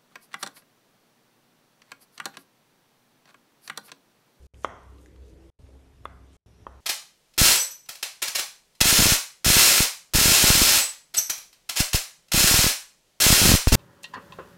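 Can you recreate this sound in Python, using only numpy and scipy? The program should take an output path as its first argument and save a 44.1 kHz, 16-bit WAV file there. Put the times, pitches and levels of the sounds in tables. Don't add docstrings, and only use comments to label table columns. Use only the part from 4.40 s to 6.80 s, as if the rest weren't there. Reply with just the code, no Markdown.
import sys
import numpy as np
from scipy import signal
from scipy.fft import rfft, irfft
from scipy.io import wavfile
from scipy.ndimage import uniform_filter1d

SR = 44100
rng = np.random.default_rng(int(sys.argv[2]) if len(sys.argv) > 2 else 0)


def transcribe(u):
    v = np.clip(np.atleast_2d(u).T, -1, 1)
    q = np.round(v * 32767).astype(np.int16)
    wavfile.write(sys.argv[1], SR, q)


N = 106060

# t/s, gain/dB, pitch ratio, body low-pass/Hz, snap gain/dB,
# back-wave delay/ms, back-wave share, crack level/dB, room send/dB
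POPS = [(.2463, -2, 1.05, 3550, 3.5, 1.19, 0.36, -33, -1),
        (1.6544, -13, 1.13, 3260, 3.5, 1.303, 0.64, -52, -1.5),
        (2.2671, -15.5, 1.02, 1760, -4, 1.35, 0.47, -61, 1)]
# f/Hz, gain/dB, t60/s
DOME_MODES = [(651, -3, 0.0054), (1019, 7, 0.0043), (1691, -17, .008), (2614, -24, 0.0091),
              (3052, -17.5, 0.007), (3350, -30, 0.0041)]
# f/Hz, relative level/dB
CRACK_COLOUR = [(2500, -31), (4300, -18.5), (5300, 2), (6300, 5.5), (7300, -4), (9000, -16), (11500, -15),
                (13500, -34), (16000, -35.5)]
# t/s, level/dB, centre f/Hz, width/octaves, decay/s
TICKS = [(0.1439, -50, 2700, 0.18, 0.001), (0.433, -63, 7850, 0.27, .003), (.584, -60, 3300, .4, .002),
         (.660, -54.5, 6510, 0.18, 0.0016), (0.6597, -54.5, 1890, 0.42, 0.0026),
         (0.7609, -57.5, 3330, 0.25, 0.0018), (0.76, -52, 1290, 0.31, .002), (1.219, -64, 2990, .7, .002),
         (1.290, -50, 602, 0.15, 0.0061), (1.288, -68, 8620, 0.13, .004),
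         (1.351, -54.5, 709.8, 0.33, 0.0056), (1.462, -66, 2500, 1, 0.0013)]
# middle t/s, half length/s, level/dB, centre f/Hz, width/octaves
RUBS_AND_HISS = [(0.06, 0.065, -71, 5560, 0.91), (0.229, 0.042, -65.5, 7500, 0.45),
                 (0.243, 0.01, -56.5, 2360, 1), (0.243, 0.0047, -57.5, 6300, 0.081),
                 (0.242, 0.0019, -58.5, 9500, 0.34), (0.503, 0.051, -76.5, 7740, 0.71),
                 (0.629, 0.037, -70.5, 7750, 0.58), (0.883, 0.032, -69.5, 4800, .8),
                 (1.6525, 0.0022, -58.5, 9500, 0.36), (1.915, 0.027, -73.5, 3200, 0.33),
                 (1.953, 0.023, -71, 7500, .3), (2.2, 0.2, -77.5, 5670, 0.092)]
# f/Hz, t60/s
ROOM_T60 = [(200, 0.73), (600, 0.66), (1200, 0.8356), (2500, 0.54), (5000, 0.98), (12000, 0.1)]
# f/Hz, relative level/dB
ROOM_COLOUR = [(150, 9.5), (450, 3), (800, 2), (1200, -2), (1900, 7), (3000, 1.5), (4000, -3), (6000, 2),
               (12000, -2.5)]
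# delay/s, gain/dB
ECHOES = [(.0047, -28), (.0073, -15), (.0096, -20.5)]
# t/s, engine note f/Hz, note level/dB, roar level/dB, roar centre f/Hz
VEHICLE = [(0, 270, -82, -64.5, 400.2), (.45, 280, -79.5, -74, 330.7), (.56, 292, -63.5, -61, 350),
           (.78, 312, -65, -60, 390), (.95, 325, -64.5, -58.5, 441.7), (1.08, 335, -64.5, -61, 450),
           (1.2, 268, -70.5, -70, 421.4), (1.35, 265, -67.5, -61.5, 380), (1.55, 264, -67.5, -73.5, 327.8),
           (1.93, 266, -68, -63.5, 310), (2.1, 265, -80, -71, 310), (2.4, 265, -76.5, -73, 307.7)]
# t/s, level/dB
DRONE_SWELLS = [(0, -49), (.04, -48), (.15, -50), (.3, -59.5), (.39, -62), (.5, -46.5), (.63, -55),
                (.73, -57), (.82, -44.5), (.93, -59), (1.05, -54), (1.22, -56), (1.36, -49), (1.55, -66),
                (1.69, -49), (1.95, -57), (2.18, -59.5), (2.32, -49.5), (2.4, -54.5)]
# f/Hz, relative level/dB
AIR_COLOUR = [(10, -28.5), (22, -16), (40, 1.5), (65, 0), (100, 3), (140, -7.5), (213, -12), (266, -13.5),
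              (478, -18.5), (750, -19), (1200, -24.5), (1770, -26.5), (2840, -28), (4550, -32), (5690, -33),
              (8400, -36.5), (12000, -39.5), (15500, -53)]
# f/Hz, level/dB
HUM_TONES = [(175.8, -70), (425, -71), (8979, -89), (10977, -94), (11972, -94), (12968, -96)]
# start t/s, end t/s
DROPOUTS = [(.0685, .1378), (1.1015, 1.1897), (1.9683, 2.0607)]

DOME_RISE_S, CRACK_DECAY_S, CRACK_LEAD_S = .001, .0009, .0007
DOME_BOTTOM_HZ, SNAP_FROM_HZ, SNAP_TOP_HZ = 239, 2200, 4050
ROOM_DB, ROOM_DELAY_S = -12, .003
NOTE_WIDTH_HZ, ROAR_WIDTH_HZ, ROAR_TOP_HZ = 14, 280, 641
DRONE_HZ, DRONE_WANDER = 64.8, .021
AIR_DB, AIR_FLICKER_DB = -56.5, 1.7


def pops():
    near, sent, t = np.zeros(N), np.zeros(N), np.arange(2048) / SR
    rise = 1 - np.exp(-t / DOME_RISE_S)
    for s, db, pitch, top_hz, snap_db, back_ms, back_share, crack_db, send_db in POPS:
        modes = []
        for hz, mode_db, t60 in DOME_MODES:
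            envelope = rise * amp(db + mode_db - 60 * t / t60)
            modes.append((hz, envelope * np.sin(2 * np.pi * hz * pitch * t)))
        body = cut(sum(m for hz, m in modes if hz < SNAP_FROM_HZ), top_hz, "low", order=6)
        snap = cut(sum(m for hz, m in modes if hz >= SNAP_FROM_HZ), SNAP_TOP_HZ, "low", order=8)
        ring = cut(body + amp(snap_db) * snap, DOME_BOTTOM_HZ, "high", order=1)
        burst = noise(lambda f: amp(read(CRACK_COLOUR, f)), len(t))
        crack = amp(crack_db) * np.exp(-t / CRACK_DECAY_S) * burst
        add(near, s - CRACK_LEAD_S, crack)
        add(near, s, ring)
        add(near, s + back_ms / 1000, -back_share * ring)
        add(sent, s, amp(send_db) * (ring + crack))
    return near, sent


def fingers_and_hiss(grain_db=2.5):
    out, t = np.zeros(N), np.arange(N) / SR
    tick_t = t[:2048]
    for s, db, hz, octaves, decay in TICKS:
        add(out, s, amp(db) * np.exp(-tick_t / decay) * band(hz, octaves, len(tick_t)))
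    grain = unit(amp(grain_db * drift(hz=200)))
    for s, half_length, db, hz, octaves in RUBS_AND_HISS:
        swell = amp(db) * np.exp(-.5 * ((t - s) / half_length) ** 2)
        out += swell * grain * band(hz, octaves, N)
    return out


def room(x):
    hz, t, spectrum = signal.stft(rng.standard_normal(SR), SR, nperseg=256)
    tail_db = read(ROOM_COLOUR, hz)[:, None] - 60 * t / read(ROOM_T60, hz)[:, None]
    tail = signal.istft(spectrum * amp(tail_db), SR, nperseg=256)[1]
    response = np.zeros(SR)
    add(response, ROOM_DELAY_S, amp(ROOM_DB) * tail / np.linalg.norm(tail))
    for s, db in ECHOES:
        add(response, s, amp([db]))
    return signal.fftconvolve(x, response)[:N]


def vehicle():
    note_hz, note_db, roar_db, roar_hz = curves(VEHICLE)
    roar = cut(noise_around(roar_hz, ROAR_WIDTH_HZ), ROAR_TOP_HZ, "low", order=6)
    note = noise_around(note_hz, NOTE_WIDTH_HZ)
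    return amp(note_db) * note + amp(roar_db) * unit(roar)


def drone():
    level_db, = curves(DRONE_SWELLS)
    hz = DRONE_HZ * (1 + DRONE_WANDER * drift(hz=5))
    return amp(level_db) * unit(np.sin(phase(hz)))


def air():
    steady = noise(lambda f: amp(read(AIR_COLOUR, f)), N)
    spectrum = signal.stft(steady, SR, nperseg=1024)[2]
    patches = uniform_filter1d(rng.standard_normal(spectrum.shape), size=10, axis=0)
    patches = unit(uniform_filter1d(patches, size=5, axis=1))
    flickering = signal.istft(spectrum * amp(AIR_FLICKER_DB * patches), SR, nperseg=1024)[1][:N]
    return amp(AIR_DB) * unit(flickering)


def hum(waver_db=2):
    out = np.zeros(N)
    for hz, db in HUM_TONES:
        waver = amp(waver_db * drift(hz=5.6))
        out += amp(db) * unit(waver * np.sin(phase(np.full(N, hz))))
    return out


def amp(db):
    return 10 ** (np.asarray(db) / 20)


def unit(x):
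    return x / np.sqrt(np.mean(x ** 2) + 1e-20)


def read(points, hz):
    f, value = np.transpose(points)
    return np.interp(np.log(hz + 1), np.log(f + 1), value)


def curves(table):
    s, *columns = np.transpose(table)
    return [np.interp(np.arange(N) / SR, s, c) for c in columns]


def add(mix, s, sound):
    part = mix[max(round(s * SR), 0):][:len(sound)]
    part += sound[:len(part)]


def noise(gain, size):
    white = rfft(rng.standard_normal(size))
    return unit(irfft(white * gain(np.fft.rfftfreq(size, 1 / SR)), size))


def band(hz, octaves, size):
    return noise(lambda f: np.exp(-.5 * (np.log2((f + 1) / hz) / octaves) ** 2), size)


def noise_around(hz, width_hz):
    return unit(drift(width_hz / 2) * np.cos(phase(hz)) + drift(width_hz / 2) * np.sin(phase(hz)))


def cut(x, hz, kind, order):
    return signal.sosfilt(signal.butter(order, hz, kind, fs=SR, output="sos"), x)


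def drift(hz):
    return noise(lambda f: np.exp(-.5 * (f / hz) ** 2), N)


def phase(hz):
    return 2 * np.pi * np.cumsum(hz) / SR


def scene():
    near, sent = pops()
    small_sounds = fingers_and_hiss()
    foreground = near + small_sounds + room(sent + small_sounds)
    return (foreground + air() + drone() + hum() + vehicle())[None]


def record(dry, dropout_db=-38.5, top_hz=15400):
    gate = np.ones(N)
    for start, end in DROPOUTS:
        gate[round(start * SR):round(end * SR)] = amp(dropout_db)
    gated = dry * uniform_filter1d(gate, size=24)
    low_pass = signal.firwin(511, top_hz, window=("kaiser", 9), fs=SR)
    return signal.oaconvolve(gated, low_pass[None], "same")


dry = scene()
out = record(dry)
transcribe(out)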